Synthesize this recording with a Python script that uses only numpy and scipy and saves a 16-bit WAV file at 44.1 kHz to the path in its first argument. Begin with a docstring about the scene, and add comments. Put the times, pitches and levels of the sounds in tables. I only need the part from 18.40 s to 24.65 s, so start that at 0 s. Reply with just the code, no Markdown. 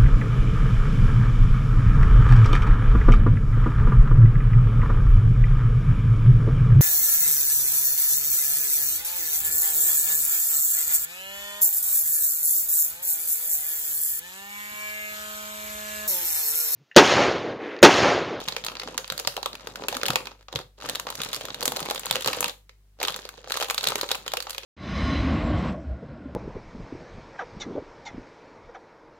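"""Squeezing a foil packet

Gloved hands squeeze an air-filled foil packet close to a stereo microphone, over a hard table in a small room.
Creases snap as short resonant noise bursts over a crackle and rustle of many tiny bursts.
Pats thump the air cushion as sines of falling pitch with a low shudder.
Delayed copies from the table and decaying noise from the walls follow; sines hum in steady noise of room air."""
import sys
import numpy as np
from scipy import signal
from scipy.fft import rfft, irfft, next_fast_len
from scipy.io import wavfile
from scipy.ndimage import uniform_filter1d

SR = 44100
rng = np.random.default_rng(int(sys.argv[2]) if len(sys.argv) > 2 else 0)


def gain_from_db(level_db):
    """Turn a decibel level (scalar or array-like) into a linear amplitude factor."""
    decades = np.asarray(level_db, float) / 20
    return 10 ** decades


def bounce(signal):
    """Save signal as a 16-bit WAV file at the path given by the first command-line argument."""
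    frames = np.transpose(np.atleast_2d(signal))
    limited = np.clip(frames, -1, 1)
    pcm = np.round(limited * 32767).astype(np.int16)
    wavfile.write(sys.argv[1], SR, pcm)


N = 275625  # samples, 6.25 s

# Relative spectrum of the foil panels: frequency_hz, density_db (per Hz)
FOIL_SPECTRUM = [(590, -41.5), (1000, -5.5), (1250, -2), (1960, -6.5), (4030, -2.5), (5810, -8), (6770, -5),
                 (8570, -16), (13700, -16.5), (15700, -22.5), (16800, -41.5)]
# Relative spectrum of the air cushion: frequency_hz, density_db (per Hz)
CUSHION_SPECTRUM = [(65, -37.5), (110, 11.5), (258, -0.5), (301, -10), (516, 10), (698, -8), (755, 3.5),
                    (1250, -2.5), (1600, -19.5), (2080, -46), (3520, -120)]
# Left-right likeness of near sounds: frequency_hz, likeness (0 to 1)
NEAR_LIKENESS = [(120, 1), (480, 0.9), (1900, 0.55), (3800, 0.56), (8000, 0.082)]
# Left-right likeness of diffuse sounds: frequency_hz, likeness (0 to 1)
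DIFFUSE_LIKENESS = [(60, 0.95), (180, .89), (400, 0.89), (800, 0.38), (1650, 0.064)]


def unit(x):
    """Normalisation: scales a signal to an rms of 1."""
    return x / np.sqrt(np.mean(x ** 2) + 1e-20)


def along(points, hz):
    """Logarithmic frequency scale: interpolates (Hz, value) points evenly per octave."""
    point_hz, value = np.transpose(points)
    return np.interp(np.log(hz + 1), np.log(point_hz + 1), value)


def curves(tables):
    """Piecewise-linear envelopes: one value per sample for each column, -150 dB between the tables."""
    t = np.arange(N) / SR
    envelopes = []
    for rows in map(np.array, tables):
        envelopes.append([np.interp(t, rows[:, 0], column, -150, -150) for column in rows[:, 1:].T])
    return np.max(envelopes, axis=0)


def pair(noise, gain, likeness):
    """Interaural coherence: mixes two noises coloured by gain(Hz) to a left and right of given likeness, rms 1."""
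    n = noise.shape[-1]
    hz = np.fft.rfftfreq(n, 1 / SR)
    # The cosine of twice this angle is the left-right correlation
    angle = np.arccos(np.clip(along(likeness, hz), 0, 1)) / 2
    a, b = rfft(noise) * gain(hz)
    common, opposed = np.cos(angle) * a, np.sin(angle) * b
    both = irfft(np.array([common + opposed, common - opposed]), n)
    return both / np.sqrt(np.mean(both ** 2, axis=(0, -1), keepdims=True) + 1e-20)


def ring(hz, centre_hz, sharp, rest):
    """Damped resonance: a broad peak at each event's own pitch, over an even rest."""
    return rest + 1 / (1 + (sharp * np.log((hz + 1) / centre_hz[:, None])) ** 2)


def bursts(times, db, pan_db, gain, decay_s, rise, size=1024):
    """Impulsive excitation: short dying bursts, random in phase and even in colour like a click."""
    t = np.arange(size) / SR
    noise = rng.standard_normal((len(times), 2, size)).swapaxes(0, 1)
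    decay_s = np.reshape(decay_s, (-1, 1))
    slow, fast = gain_from_db(-60 * t / decay_s), gain_from_db(-60 * t / (0.16 * decay_s))
    shape = (slow + 0.65 * fast) * (1 - np.exp(-t / rise))
    # Keep only the phase of the shaped noise, so that gain alone sets the magnitudes
    phase = np.angle(rfft(pair(noise, gain, NEAR_LIKENESS) * shape))
    shots = irfft(gain(np.fft.rfftfreq(size, 1 / SR)) * np.exp(1j * phase), size)
    shots = shots * shape ** 0.36  # gathers the energy at the onset again
    # The level is that of all the energy gathered into 1.5 ms
    shots = shots / np.sqrt(np.sum(shots ** 2, axis=-1, keepdims=True) / (.0015 * SR))
    shots = shots * gain_from_db(db + np.outer([.5, -.5], pan_db))[..., None]
    at = (np.round(times * SR).astype(int)[:, None] + np.arange(size)).ravel()
    return np.array([np.bincount(at, side.ravel(), N + size)[:N] for side in shots])


def snaps(rows):
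    """Snap-through buckling: a crease flips, its panel rings briefly, the treble spits, the air cushion pops."""
    s, db, pop_db, sizzle_db, ring_hz = np.transpose(rows)
    chance = rng.standard_normal((len(s), 3))
    life = gain_from_db(2.5 * chance[:, 0])
    hollow_hz = 600 * np.exp(0.44 * chance[:, 1])  # each pop has its own random pitch around 600 Hz
    # Weak creases lie further round the packet; the side scatter is full from -27 dB down
    weakness = np.minimum(db / -27, 1) ** 2
    pan_db = -1.5 + 2.5 * weakness * chance[:, 2]  # left over right

    def treble(hz):
        return 1 / (1 + (6800 / (hz + 1)) ** 8)

    def panel(hz):
        return gain_from_db(along(FOIL_SPECTRUM, hz)) * ring(hz, ring_hz, 10.3, 0.52) * (1 - treble(hz))

    def sizzle(hz):
        return gain_from_db(along(FOIL_SPECTRUM, hz)) * treble(hz)

    def pop(hz):
        above_bass = 1 / (1 + (300 / (hz + 1)) ** 4)
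        return gain_from_db(along(CUSHION_SPECTRUM, hz)) * ring(hz, hollow_hz, 5.3, 0.34) * above_bass

    return (bursts(s, db - 0.86, pan_db, panel, 0.022 * life, rise=0.00028)
            + bursts(s, db + sizzle_db - 1.0, pan_db, sizzle, 0.022 * life, rise=0.00017)
            + bursts(s, db + pop_db - 0.6, 0.31 * pan_db, pop, 0.057 * life, rise=0.00042, size=2048))


def lesser_snaps(level_db, count):
    """Random point process: snap rows at chance moments, stronger where the hands squeeze harder."""
    s, tone = rng.random((count, 2)).T
    scatter_db = 4.5 * rng.standard_normal((count, 3))
    s = s * (N - 1) / SR
    snap_db = level_db[(s * SR).astype(int)] + 9.5
    pop_db, sizzle_db = np.full(count, -4.0), np.full(count, -15.0)  # relative to the snap
    levels_db = np.transpose([snap_db, pop_db, sizzle_db]) + scatter_db
    ring_hz = 1200 * 4.0 ** tone
    return np.column_stack([s, levels_db, ring_hz])


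def crackle(level_db, spectrum, low_hz, high_hz, decay_s, spread_db, hiss, count):
    """Crackling noise: many small contacts, each with its own pitch, few far larger than most; gentle ones dull."""
    draw = rng.random((count, 4))
    s = draw[:, 0] * N / SR
    db = -spread_db * np.log(1 - .985 * draw[:, 1])
    pitch_hz = low_hz * (high_hz / low_hz) ** draw[:, 2]
    pan_db = 6.1 * (draw[:, 3] - .5)
    dull = np.clip((-47.5 - level_db[(s * SR).astype(int)]) / 28.0, 0, 1)[:, None]

    def even(hz):
        return gain_from_db(along(spectrum, hz))

    def colour(hz):
        return even(hz) * ring(hz, pitch_hz, 2.7, 0.16) / (1 + dull * (hz / 4500) ** 2)

    grains = bursts(s, db, pan_db, colour, decay_s, rise=0.00026, size=512)
    smooth = pair(rng.standard_normal((2, N)), even, NEAR_LIKENESS)
    return gain_from_db(level_db) * (unit(grains) + hiss * smooth)


def pats():
    """Damped oscillation: each push swings the whole cushion unevenly, its pitch sagging as the hand settles."""
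    # Pushes on the cushion: start_s, relative_level_db, nominal_pitch_hz
    pushes = [(0.077, -41, 142), (0.235, -47, 141), (0.458, -42.5, 261), (0.55, -45, 264),
              (0.715, -39, 156), (0.87, -39, 147.8), (1.266, -50, 148), (1.406, -42, 268),
              (1.557, -38.5, 262), (1.698, -27, 150), (2.153, -30, 126), (2.445, -44, 267),
              (2.797, -36.5, 145), (3.274, -38, 269), (3.706, -38, 143), (3.861, -38, 151),
              (5.479, -42, 154)]
    out, t = np.zeros(N + SR), np.arange(SR // 8) / SR
    swing = gain_from_db(-60 * t / 0.06) * (1 - np.exp(-t / .002))
    for s, db, hz in pushes:
        noise = rng.standard_normal(len(t))
        shudder = unit(uniform_filter1d(uniform_filter1d(noise, size=60), size=60))
        # The pitch starts at 1.1 times nominal and falls steadily
        wave = np.sin(2 * np.pi * hz * t * (1.1 - 6.4 * t)) + 0.36 * shudder
        out[round(s * SR):][:len(t)] += gain_from_db(db + 8.0) * swing * wave
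    return out[:N]


def walls():
    """Reverberant decay: one answer of the walls as dying noise; bass reaches both ports alike."""
    # Reverberation time of the room: frequency_hz, t60_s
    decay = [(130, 0.27), (250, 0.28), (600, 0.24), (2000, 0.24), (5000, 0.24), (12000, 0.31)]
    noise = pair(rng.standard_normal((2, SR // 2)), np.ones_like, DIFFUSE_LIKENESS)
    hz, t, z = signal.stft(noise, SR, nperseg=256)
    tail = signal.istft(z * gain_from_db(-60 * t / along(decay, hz)[:, None]), SR, nperseg=256)[1]
    return np.pad(tail / np.linalg.norm(tail[0]), ((0, 0), (round(.004 * SR), 0)))  # 4 ms late


def space(x, wet_db, size=8192):
    """Early reflection and reverberation: table echoes, then a diffuse wall tail."""
    # Table echoes: left_delay_s, right_delay_s, level_db
    echoes = [(.0011, 0.0015, -24.5), (.0032, 0.0028, -14), (.0062, 0.0031, -32)]
    out = np.pad(x, ((0, 0), (0, SR)))
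    for left_s, right_s, db in echoes:
        out[0, round(left_s * SR):][:N] += gain_from_db(db) * x[0]
        out[1, round(right_s * SR):][:N] += gain_from_db(db) * x[1]
    # The tail's noise is drawn anew for each block, to keep its colour even
    for start in range(0, N, size):
        block = x[:, start:start + size].mean(0, keepdims=True)
        wet = signal.fftconvolve(block, walls(), axes=1)
        out[:, start:start + wet.shape[1]] += gain_from_db(wet_db) * wet
    return out[:, :N]


def background():
    """Superposition of steady sources: a motor hum with mains overtones, in quiet room air."""
    # Hum of the appliance, ahead of the bass cut at the ports: frequency_hz, rms_db
    partials = [(49.2, -50), (100, -66.5), (148, -74.5), (200, -82.5), (400, -86)]
    # Relative spectrum of the room air, held level below 170 Hz: frequency_hz, density_db (per Hz)
    air_spectrum = [(100, -31), (170, -5), (440, -13.5), (512, -12), (721, -16), (1760, -17.5),
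                    (16000, -23.5)]
    t = np.arange(N) / SR
    hum = 0
    for hz, db in partials:
        hum = hum + np.sqrt(2) * gain_from_db(db) * np.sin(2 * np.pi * (hz * t + rng.random()))

    def air_gain(hz):
        return gain_from_db(along(air_spectrum, np.maximum(hz, 170.0))) * (hz > 75)

    air = pair(rng.standard_normal((2, N)), air_gain, DIFFUSE_LIKENESS)
    return hum + gain_from_db(-70.5) * air


def scene():
    """Superposition: the packet's sounds in their space, over the background."""
    # Louder creases that snap; levels are nominal, pop and sizzle relative to the snap:
    # start_s, level_db (over 1.5 ms), pop_db, sizzle_db, ring_hz
    creases = [(.002,-30.5,-1.5,-10,3600),(.0153,-35,7.5,-15,3570),(.0542,-35,-26,-29,3000),(.0782,-28,-5,-15,3320),(.0848,-15.5,-10,-10.5,3750),(.1229,-23.5,-8.5,-17,4350),(.1643,-18.5,-4.5,-12,2440),
               (.2388,-25.5,-13,-20,3700),(.2468,-24,-12,-2.5,3700),(.2643,-20,-12,-7,4300),(.2837,-21.5,-14,-27,2670),(.2982,-30,-16,-25,1220),(.3531,-28.5,-16,-17,2450),
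               (.3687,-28,-11,-23,4470),(.3973,-22,-19,-13,4630),(.419,-29,-9,-23,2450),(.4333,-28.5,-1,-11,1250),(.4748,-27.5,-4,-23,1600),(.4851,-33,5,-17,2960),
               (.578,-15,-23.5,-6,6700),(.589,-38,9,-13,1200),(.644,-28,-25,-33,2880),(.6775,-32.5,-19,-3,4630),(.7005,-17,-14,-13,4060),(.722,-23.5,-5.5,-3,1450),
               (.7779,-24,-12,-1.5,4560),(.7914,-24.5,-8,-12,4820),(.7971,-22.5,-5.5,-2,6400),(.8489,-25.5,-3.5,-20,4520),(.8733,-12,-9,-5,4840),(.9662,-21,-5,-8,3000),
               (.976,-31,11,-12,3960),(1.0293,-21.5,-9.5,-12,4040),(1.059,-18,0.5,-7.5,3450),(1.1307,-29,-18,-15,4075),(1.1527,-28.5,-15,-9.5,2660),(1.2717,-25,-2,-8,1280),
               (1.3572,-25,-17,-11.5,1500),(1.4212,-35,8.5,-15,2570),(1.4474,-45,15,-22,1210),(1.4838,-15,-9.5,-5.5,2630),(1.5264,-23,1.5,-11,1180),(1.544,-25,-22,-16,3480),
               (1.5495,-23.5,-7,-10,1760),(1.5678,-20,-14,-4,1190),(1.6133,-25.5,-24,-22,2370),(1.6326,-15,-6.5,-11,1430),(1.6559,-18.5,-26,-12,3010),(1.6628,-18,-11,-4,4300),
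               (1.6828,-15.5,-6,-6,2800),(1.7037,-13.5,-9,-9.5,1150),(1.7332,-27,0.5,-7,4690),(1.7571,-10,-6,-9,2330),(1.8552,-32,-10,-8,3920),(1.87,-25.5,-9,-16,2420),
               (1.91,-43.5,3,-23,1210),(2.0836,-33,-6,-25,1193),(2.1267,-29.5,-1.5,-11,3600),(2.158,-15.5,-8.5,-15.5,3600),(2.1894,-28.5,-7,-12.5,1240),(2.422,-31.5,-10,-17.5,1240),(2.4497,-33,-14,-15,1248),
               (2.458,-27,-4,-12,1200),(2.4888,-24,-16,-11,3970),(2.4964,-20,-21,-2.5,3670),(2.5505,-25,-5,-5,3500),(2.5554,-18.5,-18,-8,3750),(2.5974,-21.5,-14,-3.5,1110),
               (2.6683,-24,2.5,-17,1198),(2.6882,-27,-8,-24,1220),(2.7023,-25,-3,-1,3800),(2.7242,-31,-4,-16,1380),(2.7532,-28,-15,-2,5640),(2.8026,-23,-5.5,-25,1250),
               (2.8171,-19.5,-25,-5.5,3470),(2.8342,-21.5,-18,-7,3800),(2.8478,-28,-18,-1,5370),(2.8875,-30.5,-5.5,-5,3870),(2.9306,-20,-14,-6,3700),(2.9382,-24.5,-23,-9,1240),
               (2.9453,-21.5,-16,-5.5,4700),(2.9553,-29.5,-19,-3.5,5120),(2.9626,-25.5,-27,-2.5,5060),(3.0097,-28,-1,-7.5,2950),(3.0529,-29,-6,0,3600),(3.0844,-29,-2.5,-14,1295),(3.1449,-22.5,-9.5,-10,3700),
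               (3.2075,-25.5,-18,-4.5,6200),(3.2154,-27.5,-4,-7,1220),(3.227,-19.5,-3,-9,4500),(3.2318,-31,-7,7,3490),(3.2548,-17,-7,3.5,5950),(3.2782,-15.5,-6,-1,3750),
               (3.32,-22.5,0,-1.5,1214),(3.3622,-24,-15,-9,5960),(3.3677,-20,-3,-4,4260),(3.4031,-27,-8,2.5,1250),(3.4539,-34.5,7,0,3630),(3.4869,-27.5,4,-12,3570),
               (3.5,-21,-11,-5,3800),(3.5093,-17.5,-1,-5.5,1167),(3.547,-28.5,-7,1,1196),(3.5585,-22.5,-7,-9,3400),(3.578,-25,-11,-19,3660),(3.5946,-31.5,-25,7,6460),
               (3.651,-31,-3,-15,2230),(3.657,-28,-3.5,5,1320),(3.666,-23,-6,-15,4260),(3.7003,-28,-15,-19.5,2800),(3.7102,-11.5,-9.5,-4,3470),(3.7259,-22,-12,-12,4550),
               (3.7559,-15,-6,-10.5,2900),(3.8081,-26,-5,-4,3140),(3.8228,-25,-18,-5,3530),(3.8454,-20,-12,-10,4310),(3.86,-18.5,-3,-4,1230),(3.8748,-14.5,-5,-3.5,4070),
               (3.8823,-15.5,-4,-15,2840),(3.9013,-26,-3,-16,1250),(3.9312,-18,-20,-9,2470),(3.9688,-33,4,-4,1360),(4.0064,-23.5,-2,9,1130),(4.0275,-20,-2.5,-8,2450),
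               (4.043,-14.5,-5.5,-7,2776),(4.0587,-22.5,-13,-21,3700),(4.0799,-26.5,-5,0,4080),(4.2936,-38.5,-10.5,-16,2095),(4.6016,-28,-2.5,-14,4510),(4.6292,-17,-9.5,-2.5,2430),
               (4.6373,-21,-1.5,-18,3620),(4.6499,-16.5,-18,-15,3460),(4.674,-26.5,-2,-2,1210),(4.6825,-14,-8.5,-15,3270),(4.6967,-26,-4,-11,1220),(4.7039,-27,-6,-5,3830),
               (4.7216,-31,-8,-4,3320),(4.7427,-23,-12,-18,3570),(4.762,-28,-3,0,1200),(4.8523,-30,-1,-12,4470),(4.89,-28.5,-14,-5.5,1360),(4.9775,-39,3.5,-38,1336),(5.043,-36,-2,-23,1230),
               (5.0741,-37,5,-13,1570),(5.0988,-30,-17,-6,2400),(5.106,-24,-1.5,-12,1640),(5.1198,-15.5,-21,-7.5,4050),(5.1554,-27,0,-20,1200),(5.166,-25.5,-6,-5,4310),
               (5.171,-19.5,-4,-5,3830),(5.2003,-25,-1,-3,2950),(5.209,-21,-13,-7,3044),(5.214,-20.5,0.5,-11,1200),(5.225,-17.5,-4.5,-10,1150),(5.2313,-21.5,-9,-10,3550),
               (5.2442,-25,-10,-6,2900),(5.2844,-30.5,3.5,-3,3450),(5.2996,-15,-13,-9,2340),(5.3076,-19,-4.5,-1,1140),(5.3445,-23.5,-8.5,0,3520),(5.3795,-13,-17.5,-8.5,3970),
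               (5.409,-23.5,-16,-13,3930),(5.43,-28,-13,0,4220),(5.4415,-17,-16,-6.5,4100),(5.4527,-24,-7,-17,1210),(5.4665,-29,-2,-22,1210),(5.4709,-11,-12,-7,3850),
               (5.4859,-16.5,-12,-3.5,4020),(5.4979,-26,-1,-17,3340),(5.5031,-24.5,-3,-1,1260),(5.52,-22,2,-19,2840),(5.556,-18,-3.5,-2.5,2500),(5.5808,-28,-5,-2,1195),
               (5.6117,-16.5,-17.5,-5.5,4270),(5.6317,-24,5,-10,1210),(5.6404,-26.5,-20,-24,1200),(5.6894,-23,-17,-10,3720),(5.7069,-23,-3.5,-15,3350),(5.7147,-12,-10,-7.5,3860),
               (5.7471,-22,-15,-17,2760),(5.7523,-28.5,.5,1,2640),(5.8631,-27.5,-3,-11,1220),(5.8789,-20,-25,-8,3100),(5.9185,-26,-31,-10,3700),(5.936,-17.5,-1,-7,1270),
               (5.97,-17.5,-6.5,-7,2860),(6.0032,-22.5,-14,-7,4500),(6.0242,-29.5,-14,-3,4420),(6.069,-28,0,-26,1190),(6.0956,-28,-11,-1.5,3140),(6.1058,-26,-13,1,4700),
               (6.1302,-31.5,-13,-6,4000),(6.1473,-28,-17,-9,2520),(6.1809,-21.5,-11,-8,3100)]
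    # Grip of the hands in three squeezes, and a pat between the first two; relative levels:
    # time_s, fine_crackle_db, rustle_db (glove and crisps)
    grip = [
        [(0, -36.5, -45), (.22, -50.5, -46), (.5, -47.5, -45), (.93, -49.5, -53), (1.12, -52, -48),
         (1.4, -47, -44), (1.7, -45, -37.5), (1.88, -54.5, -46), (2.03, -65, -69)],
        [(2.09, -72, -67.5), (2.15, -35.5, -41), (2.2, -47, -39.5), (2.24, -58, -70)],
        [(2.375, -58.5, -68), (2.395, -52.5, -53.5), (2.44, -37.5, -36.5), (2.63, -53, -46),
         (2.8, -38.5, -41.5), (3.15, -45.5, -45), (3.38, -38.5, -36), (3.61, -45.5, -54), (3.88, -33.5, -37),
         (4.06, -37.5, -39.5), (4.11, -42.5, -49.5)],
        [(4.57, -72.5, -68), (4.62, -39, -44), (4.77, -41, -47.5), (4.85, -48, -54), (5.03, -52.5, -53),
         (5.15, -37.5, -47.5), (5.34, -47.5, -52), (5.47, -37, -40.5), (5.7, -44, -52), (5.95, -51.5, -50.5),
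         (6.25, -47.5, -63)],
    ]
    fine_db, rustle_db = curves(grip)
    fine = crackle(fine_db - 4.0, FOIL_SPECTRUM, 1300, 11000, 0.011, spread_db=2.0, hiss=0.08, count=2200)
    rustle = crackle(rustle_db - 3.5, CUSHION_SPECTRUM, 140, 1300, 0.02, spread_db=4.0, hiss=0.31, count=1300)
    snapping = snaps(creases) + snaps(lesser_snaps(fine_db, count=130))
    packet = snapping + fine + rustle + pats()
    return space(packet, wet_db=-7.5) + background()


def roll_off(x):
    """The treble ends steeply here."""
    return signal.sosfilt(signal.butter(12, 16980, fs=SR, output="sos"), x)


def record(dry):
    """Diffraction and path difference: the ports are shaded unequally, cut deep bass, the right one hears later."""
    # The microphone's body shades its ports: frequency_hz, left_over_right_db
    shade = [(100, 0.7), (400, -2), (1400, 3), (2800, 3), (5000, -3), (9000, 1), (14000, -2)]
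    lead_s = .00008  # the left port is nearer
    m = next_fast_len(N + 8192)
    hz = np.fft.rfftfreq(m, 1 / SR)
    bass_cut = (1j * hz / (1j * hz + 43.3)) ** 3
    band_limit = 1 / (1 + (hz / 16200) ** 60)  # the finished sound ends near 16 kHz
    shading = gain_from_db(np.outer([.5, -.5], along(shade, hz)))
    delay = np.exp(-2j * np.pi * np.outer([0, lead_s], hz))
    mix = irfft(rfft(dry, m) * bass_cut * band_limit * shading * delay, m)[:, :N]
    return roll_off(mix)


dry = scene()
out = record(dry)
bounce(out)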